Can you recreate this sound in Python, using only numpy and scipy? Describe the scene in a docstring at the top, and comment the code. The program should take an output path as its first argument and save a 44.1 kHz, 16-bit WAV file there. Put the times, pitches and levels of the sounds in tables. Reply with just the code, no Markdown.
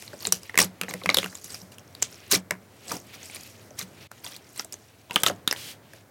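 """Small room: fingers press, fold and lift a slab of sticky slime in a plastic tray, close to a phone microphone.
Bursting air pockets are short gusts of sine and resonant noise, with a crack, a hollow ring and a wet tail.
Rips are dense tiny snaps and sucked-in air; sliding, swish, crackle, rumble and hiss are coloured noise.
The tray is three resonances struck by soft tugs; the loudest peaks overload the recorder."""
import sys
import numpy as np
from scipy import signal
from scipy.fft import rfft, irfft
from scipy.io import wavfile
from scipy.ndimage import uniform_filter1d

SR = 44100
rng = np.random.default_rng(int(sys.argv[2]) if len(sys.argv) > 2 else 0)


def digitize_waveform(pressure):
    """Quantize a signal to 16-bit integers and store it at the path in sys.argv[1].

    Rows of a 2-D input are taken as channels; values are limited to [-1, 1].
    """
    field = np.atleast_2d(pressure).T
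    bounded = np.clip(field, -1, 1)
    quanta = np.round(bounded * 32767).astype(np.int16)
    wavfile.write(sys.argv[1], SR, quanta)


N = 269010

# Spectra: (frequency [Hz], relative level [dB])
HISS_SPECTRUM = [(350, -36), (600, 1.5), (1330, -11.5), (6200, -12.5), (14900, -15), (16000, -12)]
RUMBLE_SPECTRUM = [(15, -105), (25, -26), (97, 10), (144, -2.5), (189, -4.5), (317, -7), (638, -10.5),
                   (880, -16), (1800, -19), (2340, -23), (3960, -120)]
SLIDING_SPECTRUM = [(700, -38.5), (1300, -13), (1900, -5), (2450, -1.5), (3200, -4), (4500, -7.5),
                    (5900, -20.5)]
CRACKLE_SPECTRUM = [(2240, -85), (3800, -4), (5420, 7), (8360, 1), (15200, -5.5), (16000, -101)]
SWISH_SPECTRUM = [(530, -51), (900, -15), (3000, 0), (4860, -4), (11400, -10), (16000, -13)]
TEAR_SPECTRUM = [(530, -44), (900, -15.5), (1190, -7.5), (1320, -10), (2330, -7), (3300, -8), (5820, -4.5),
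                 (16000, -16)]
# Overall gain, dips briefly, then sits 1 dB below its start: (time [s], gain [dB])
OVERALL_GAIN = [(4.07, -3.5), (4.078, -27), (4.108, -17), (4.115, -4.5)]
# Low rumble between bursts: (time [s], level [dB])
RUMBLE_LEVEL = [(0.0, -46.5), (1.6, -45.5), (2.6, -47), (3.1, -46), (3.9, -45), (4.4, -47), (5.0, -49.5),
                (5.6, -44.5), (6.1, -47.5)]
# Tray resonances: (frequency [Hz], gain [dB], t60 [s])
TRAY_MODES = [(99.3, -8, 0.38), (185.2, 7, 0.22), (402, 2, 0.036)]
# Gel tugging at the tray: (time [s], level [dB])
TRAY_TUGS = [(0.278, -37.5), (0.338, -44), (0.587, -29), (0.649, -30), (0.821, -36.5), (0.902, -44),
             (0.946, -36.5), (1.07, -29), (1.099, -52), (1.178, -36), (1.249, -35.5), (1.62, -43),
             (2.332, -45.5), (2.365, -31), (2.52, -36), (2.917, -47), (3.824, -40), (5.299, -34)]
# Hands moving over the gel: (time [s], wet sliding level [dB], fine crackle level [dB])
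KNEADING_LEVELS = [(0.0, -51, -48), (0.3, -57, -59), (0.46, -53, -55), (0.78, -61.5, -66),
                   (1.05, -48, -47.5), (1.41, -59, -46), (1.56, -54, -43), (1.75, -68, -70),
                   (2.0, -58, -60), (2.06, -52, -53), (2.3, -54.5, -57), (2.45, -78, -87.5),
                   (2.84, -53, -49.5), (3.02, -59, -52.5), (3.14, -43, -60), (3.26, -48, -47),
                   (3.45, -49, -47), (3.75, -66.5, -63), (4.03, -51.5, -55), (4.3, -58.5, -58.5),
                   (5.1, -63, -62), (5.8, -66, -73), (5.97, -47.5, -54), (6.1, -91, -85)]
# Gel tearing off skin and tray: (top reached [s], level [dB], swell before [s], held [s],
# sag while held [dB], release [s], low squelch re level [dB])
RIP_STROKES = [(0.209, -39, 0.025, 0.08, 5, 0.025, -8), (0.588, -8, 0.0079, 0.055, 21, 0.064, -12.5),
               (0.891, -30, 0.012, 0.041, 16.5, 0.069, -5.5), (1.1, -46, 0.038, 0.04, 19, 0.03, -11),
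               (1.17, -28.5, 0.01, 0.082, 14.5, 0.043, -23), (1.359, -49.5, 0.038, 0.033, 2, 0.017, -11),
               (1.448, -42, 0.043, 0.11, 0.5, 0.018, -34), (1.719, -45.5, 0.011, 0.032, 6, 0.02, -17),
               (2.318, -14, 0.023, 0.041, 3.5, 0.045, -15), (2.916, -28.5, 0.1, 0.055, 10.5, 0.059, -3),
               (3.15, -39, 0.055, 0.011, 9, 0.036, -9), (3.354, -36, 0.03, 0.018, 9, 0.023, -11),
               (3.791, -32, 0.05, 0.039, 5.5, 0.044, -19), (4.25, -35.5, 0.049, 0.12, 10.5, 0.042, -12.5),
               (4.597, -32, 0.13, 0.038, 19, 0.023, -37), (5.121, -42, 0.025, 0.1, -4, 0.02, 0),
               (5.266, -16, 0.016, 0.021, 8.5, 0.025, -12.5), (5.299, -45.5, 0.01, 0.091, 19, 0.02, 12.5)]
# Bursting pockets: (time [s], level [dB], nominal pocket pitch [Hz], hollow pitch [Hz],
# hollow re level [dB], crack re level [dB])
POCKETS = [(0.023, -32, 2400, 860, -7, -2.5), (0.078, -33.5, 4270, 854, -22, -12),
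           (0.132, -38.5, 1600, 590, 15, -20), (0.19, -42, 6600, 393, -20.5, -12),
           (0.205, -34.5, 4730, 423, -15, -8), (0.229, -34, 4730, 780, -19, -8),
           (0.252, -16.5, 4240, 460, -24, -21), (0.263, -31, 4350, 387, -27.5, 0),
           (0.27, -13, 7520, 450, -15, -5), (0.323, -6, 5915, 470, -20, 2.5),
           (0.432, -34, 5300, 590, -27, 0.5), (0.495, -27, 2040, 538, -19, -18.5),
           (0.543, -26.5, 1980, 465, -5, -18), (0.555, -25, 1940, 706, -12, -9),
           (0.576, -7, 2320, 1460, -17, -0.5), (0.589, -4.5, 2030, 1170, -17, -15),
           (0.614, -20, 4900, 1180, 11, -6), (0.634, -19, 4800, 356, -12, -12),
           (0.813, -15.5, 2570, 1480, -25, -4), (0.834, -19, 2710, 460, -10.5, -16),
           (0.883, -24.5, 1790, 770, 0.5, -22), (0.91, -28.5, 2320, 532, 2, -16),
           (0.938, -24, 2070, 503, 1, -1), (1.015, -38, 2340, 1100, 15, -22),
           (1.036, -30.5, 3980, 514, 3.5, -7), (1.059, -12.5, 2230, 1470, -19, -14.5),
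           (1.091, -7, 2270, 1240, 0, -18), (1.1, -11.5, 4100, 610, -13, -29),
           (1.11, -30, 5990, 630, 7.5, -18), (1.144, -8, 4320, 645, -38, -2.5),
           (1.17, -8.5, 3750, 526, -6, -3.5), (1.185, -8.5, 3450, 546, -16.5, -9),
           (1.23, -21.5, 2320, 435, -8.5, -22), (1.243, -18, 2620, 1230, -11, -12),
           (1.26, -24, 1560, 990, -21, -7.5), (1.327, -39.5, 1780, 1160, 7, -12),
           (1.352, -26, 7460, 783, -27, -6), (1.443, -33.5, 6200, 366, -7, 4.5),
           (1.521, -33, 8270, 1470, -28, -8), (1.544, -24.5, 5450, 1400, -30, -5),
           (1.72, -41, 2980, 586, -18, -3), (1.783, -39.5, 2970, 1270, -17, 1.5),
           (1.794, -41.5, 6200, 600, -23, -6), (1.877, -48, 5870, 604, -20, -3),
           (1.95, -33.5, 4270, 395, -22, -4.5), (2.018, -30, 7200, 395, -20, -15.5),
           (2.0238, -9.5, 7270, 1210, -42, -16), (2.0266, -12, 6530, 1400, -42, -23),
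           (2.126, -37.5, 5980, 413, -8, -17), (2.143, -37.5, 6200, 385, -14, -12),
           (2.156, -44.5, 5660, 402, -8, -7), (2.265, -48, 6340, 402, -6, -14),
           (2.313, -17.5, 7070, 686, -26, 6.5), (2.323, -11, 5780, 386, -3.5, 4),
           (2.333, -12, 4800, 414, -11, -15), (2.508, -10.5, 1930, 597, -10, -10),
           (2.882, -34, 7600, 730, -1, -8.5), (2.895, -33, 4360, 490, -19, -17),
           (2.915, -21, 1350, 953, 4, -20.5), (2.967, -31.5, 5500, 374, -22, -1),
           (3.23, -34.5, 6830, 840, -10, -8), (3.298, -35.5, 2400, 1440, -21, -10),
           (3.347, -31.5, 9700, 657, -28, -23), (3.359, -32.5, 4400, 630, -19, 1),
           (3.706, -42.5, 6270, 604, 8, -10), (3.791, -25, 6150, 428, -31, 5),
           (3.813, -26, 3940, 447, -26, -19), (4.115, -33.5, 1530, 1540, 1, -2.5),
           (4.247, -30.5, 9100, 970, -2, -12), (4.264, -27.5, 3630, 906, 0, -18),
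           (4.364, -35, 4130, 880, -28, 3), (4.444, -47, 5500, 600, -20, -6),
           (4.467, -48, 4460, 595, -25, -20), (4.56, -34, 4730, 977, -28, -1),
           (4.576, -27, 8300, 670, -16, -6), (4.595, -19, 5430, 1290, 1, -24),
           (4.646, -33.5, 7920, 673, -0.5, 3.5), (4.724, -29.5, 5650, 530, -17, 2.5),
           (4.731, -26.5, 7780, 576, -29, -11), (4.74, -28, 6680, 402, -12.5, -5),
           (5.097, -39.5, 3430, 980, 11, -16), (5.109, -19.5, 2900, 943, -1.5, -15),
           (5.138, -40, 7640, 600, -18, 0), (5.159, -4, 3190, 1220, 2, -7.5), (5.234, -7, 3120, 1280, 2, 0),
           (5.263, -6.5, 3520, 1316, 3.5, -6), (5.282, -16, 3170, 584, -8, -4),
           (5.298, -19, 1410, 580.7, 7, -27), (5.476, -7, 3650, 970, -45, -4.5),
           (5.511, -12, 5560, 543, -17, -7.5), (5.526, -14.5, 1810, 1500, -23, -3.5),
           (5.562, -28.5, 3500, 570, -10, -20.5), (5.934, -39.5, 1810, 670, -1, -1.5)]

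HISS_DB = -57.5
ROOM_DB, ROOM_T60_S, WALL_CUT_HZ = -19.5, 0.13, 5600
SHAKE_SHARE, SHAKE_SMOOTHING_S = 0.084, 0.026   # share of the gel's level that adds to the rumble
SWISH_S, SWISH_DB, SWISH_SWELL_S, SWISH_HELD_S, SWISH_RELEASE_S = 5.575, -37, 0.064, 0.14, 0.086
STROKE_EDGE_DB = 39   # span of swell and of release
SQUELCH_LAG_S, SQUELCH_RELEASE_RATIO = 0.01, 1.7
OPENING_MS = 1.856   # time scale of an opening mouth
POCKET_NOISE, PITCH_SAG, SKIRT_DB, HOLLOW_T60_CYCLES = 0.8, 0.3, -5.5, 34.2
# wet tail at a 0 dB pocket; dB change per dB of pocket level
TAIL_DB, TAIL_DB_PER_DB, TAIL_T60_S = -23.5, 0.99, 0.14
LOW_CUT_HZ, CEILING, STOP_EDGE_HZ = 136, 0.47, 16800


def from_db(db):
    """Amplitude gain of a level in dB."""
    return 10 ** (np.asarray(db) / 20)


def rms_one(x):
    """Scale to rms 1."""
    return x / np.sqrt(np.mean(x ** 2) + 1e-20)


def white():
    """White noise over the whole scene."""
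    return rng.standard_normal(N)


def in_time(rows, outside=None):
    """Table columns, linearly interpolated at every sample."""
    times_s, *columns = np.transpose(rows)
    now_s = np.arange(N) / SR
    return [np.interp(now_s, times_s, c, left=outside, right=outside) for c in columns]


def coloured(x, spectrum):
    """Causal minimum-phase filter with the given spectrum; rms 1."""
    hz, level_db = np.transpose(spectrum)
    grid_hz = np.maximum(np.fft.rfftfreq(8192, 1 / SR), 1)
    log_gain = np.interp(np.log(grid_hz), np.log(hz), level_db) * np.log(10) / 20
    cepstrum = irfft(log_gain)
    # fold to the causal half: minimum phase
    cepstrum[1:4096] *= 2
    cepstrum[4097:] = 0
    impulse_response = irfft(np.exp(rfft(cepstrum)))
    return rms_one(signal.fftconvolve(x, impulse_response)[:N])


def drift(rate_hz):
    """Slow random fluctuation: noise through two equal low-pass poles; rms 1."""
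    r = np.exp(-2 * np.pi * rate_hz / SR)
    settling = 9000
    noise = rng.standard_normal(N + settling)
    return rms_one(signal.lfilter([1], [1, -2 * r, r * r], noise)[settling:])


def ring(x, hz, t60_s):
    """Two-pole resonance: a unit click sets a decaying sine of height 1 ringing."""
    r, w = from_db(-60 / (t60_s * SR)), 2 * np.pi * hz / SR
    return signal.lfilter([0, np.sin(w)], [1, -2 * r * np.cos(w), r * r], x + 1e-18)


def hollowed(x, hz, cycles):
    """Twice through one resonance (t60 in cycles): a soft-edged band; rms 1."""
    t60_s = cycles / hz
    return rms_one(ring(ring(x, hz, t60_s), hz, t60_s))


def stroke_db(top_s, level_db, swell_s, held_s, release_s, sag_db):
    """Swell, sagging hold and release of one stroke, in dB at every sample."""
    times_s = np.cumsum([top_s - swell_s, swell_s, held_s, release_s])
    steps_db = level_db - np.array([STROKE_EDGE_DB, 0, sag_db, sag_db + STROKE_EDGE_DB])
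    return in_time(np.transpose([times_s, steps_db]), outside=-120)[0]


def snaps(clumps_per_s, per_s=2500, spread_db=4.5, cycles=16.0, clump_db=3.0):
    """Gel threads snap at random, in clumps; each tiny pocket rings briefly at its own pitch."""
    sizes = from_db(spread_db * np.minimum(rng.exponential(1, N), 4)) * rng.choice([-1, 1], N)
    clicks = sizes * (rng.random(N) < per_s / SR)
    pitches_hz = np.geomspace(600, 16000, 20)
    dealt = rng.integers(0, 20, N)
    rings = np.zeros(N)
    for k, hz in enumerate(pitches_hz):
        rings += hollowed(clicks * (dealt == k), hz, cycles) * hz ** .5
    return rings * from_db(clump_db * drift(clumps_per_s))


def room_noise():
    """Steady soft hiss: coloured noise."""
    return from_db(HISS_DB) * coloured(white(), HISS_SPECTRUM)


def room(x):
    """Reverberation: eight feedback delays, duller on every round."""
    out, dull = np.zeros(N), np.exp(-2 * np.pi * WALL_CUT_HZ / SR)
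    for k, lag in enumerate((np.geomspace(.0071, .031, 8) * SR).astype(int)):
        gain = from_db(-60 * lag / SR / ROOM_T60_S)
        loop, state = x.copy(), [0.]
        # one delay-length block at a time
        for i in range(lag, N, lag):
            back, state = signal.lfilter([gain * (1 - dull)], [1, -dull], loop[i - lag:i], zi=state)
            loop[i:i + lag] += back[:N - i]
        out += (loop - x) * (-1) ** k
    return out


def rumble(gel):
    """Low noise of hands, tray and room, swelling with the smoothed level of the gel."""
    noise = coloured(white(), RUMBLE_SPECTRUM) * from_db(0.84 * drift(11.0))
    memory = np.exp(-1 / (SHAKE_SMOOTHING_S * SR))
    shaking = SHAKE_SHARE * signal.lfilter([1 - memory], [1, -memory], np.abs(gel))
    level_db, = in_time(RUMBLE_LEVEL)
    return (from_db(level_db) + shaking) * noise


def tray():
    """Thin plastic tray: low resonances struck by low-passed tugs."""
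    times_s, level_db = np.transpose(TRAY_TUGS)
    force = np.zeros(N)
    force[np.round(times_s * SR).astype(int)] = from_db(level_db)
    soft = signal.sosfilt(signal.butter(2, 300, fs=SR, output="sos"), force)
    return sum(from_db(gain_db) * ring(soft, hz, t60_s) for hz, gain_db, t60_s in TRAY_MODES)


def kneading():
    """Gel surface under the hands: wet sliding noise and fine crackle of snaps and noise."""
    sliding_db, crackle_db = in_time(KNEADING_LEVELS)
    sliding = coloured(white(), SLIDING_SPECTRUM) * from_db(1.7 * drift(25) + 2.0 * drift(16.0))
    grains = coloured(snaps(clumps_per_s=30), CRACKLE_SPECTRUM)
    fizz = coloured(white(), CRACKLE_SPECTRUM) * from_db(2 * drift(30))
    crackle = .8 * grains + .6 * fizz
    return from_db(sliding_db) * sliding + from_db(crackle_db + 1.7 * drift(7.2)) * crackle


def swish():
    """Slab sliding wetly across the tray: an even hiss, rising 1 dB while held."""
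    level_db = stroke_db(SWISH_S, SWISH_DB, SWISH_SWELL_S, SWISH_HELD_S, SWISH_RELEASE_S, sag_db=-1.0)
    return from_db(level_db + 0.31 * drift(44)) * coloured(white(), SWISH_SPECTRUM)


def rips():
    """Gel tearing off: dense snaps and sucked-in air per stroke, with a later low wet squelch."""
    threads = coloured(snaps(clumps_per_s=60), TEAR_SPECTRUM)
    suction = coloured(white(), TEAR_SPECTRUM) * from_db(3.2 * drift(54))
    tearing = .9 * threads + .45 * suction
    wet = hollowed(white(), 565, 0.82) * from_db(0.63 * drift(40.0))
    tear_gain, squelch_gain = np.zeros(N), np.zeros(N)
    for top_s, level_db, swell_s, held_s, sag_db, release_s, low_db in RIP_STROKES:
        tear_gain += from_db(stroke_db(top_s, level_db, swell_s, held_s, release_s, sag_db))
        squelch_gain += from_db(stroke_db(top_s + SQUELCH_LAG_S, level_db + low_db, swell_s, held_s,
                                          release_s * SQUELCH_RELEASE_RATIO, sag_db))
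    return tear_gain * tearing + squelch_gain * wet


def pops():
    """Air rushes from each pocket, singing at its size; film cracks, hollow rings, wet threads trail."""
    length = 4096
    out, t = np.zeros(N + length), np.arange(length) / SR
    noise = rng.standard_normal((len(POCKETS), 3, length))
    treble = signal.butter(2, [4500, 13500], "band", fs=SR, output="sos")
    u = t / (OPENING_MS / 1000)
    gust = np.sqrt(u) * np.exp(-u ** 1.5) * 2   # quick rise, short top, quick fall
    glide = 1 + PITCH_SAG * (np.exp(-2 * u) - .4)   # mouth starts tight and high, then slackens
    for (s, level_db, hz, hollow_hz, hollow_db, crack_db), (air, hiss, gargle) in zip(POCKETS, noise):
        tone = np.sin(2 * np.pi * np.cumsum(hz * glide) / SR)
        pocket = tone + POCKET_NOISE * hollowed(air, hz, 14.2)
        skirt = from_db(SKIRT_DB) * hollowed(hiss, hz, 0.83)   # torn mouth hisses around the pitch
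        octave_down = hollowed(gargle, .5 * hz, 13.0)   # deeper part of the pocket
        crack = from_db(crack_db) * rms_one(signal.sosfilt(treble, hiss))
        burst = (pocket + skirt + 0.17 * octave_down + crack) * gust

        tail_db = TAIL_DB + (TAIL_DB_PER_DB - 1) * level_db - 60 * t / TAIL_T60_S
        threads = hollowed(air, hz, 3.5) + 0.51 * octave_down + 0.87 * crack
        threads *= from_db(tail_db) * np.minimum(u, 1)
        threads *= from_db(4 * rms_one(uniform_filter1d(gargle, size=90)))   # they part unevenly

        hollow = np.sin(2 * np.pi * hollow_hz * t) + .8 * hollowed(gargle, hollow_hz, 2.5)
        hollow *= from_db(hollow_db - 60 * t * hollow_hz / HOLLOW_T60_CYCLES)
        hollow *= np.minimum(t / 0.0088, 1)   # 8.8 ms onset
        at = round(s * SR)
        out[at:at + length] += from_db(level_db) * (burst + threads + hollow)
    return out[:N]


def scene():
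    """Pops, rips and swish with reverberation, over tray, kneading, rumble and room noise."""
    gel = pops() + rips() + swish()
    surroundings = tray() + kneading() + rumble(gel) + room_noise()
    gain_db, = in_time(OVERALL_GAIN)
    mix = gel + from_db(ROOM_DB) * room(gel) + surroundings
    return (from_db(gain_db) * mix)[None]


def record(dry):
    """Small microphone: deep bass drops, the highest peaks flatten, the top is cut."""
    thin = signal.sosfilt(signal.butter(2, LOW_CUT_HZ, "high", fs=SR, output="sos"), dry)
    flattened = thin / (1 + (thin / CEILING) ** 4) ** .25
    return signal.sosfilt(signal.cheby2(20, 60, STOP_EDGE_HZ, fs=SR, output="sos"), flattened)


dry = scene()
out = record(dry)
digitize_waveform(out)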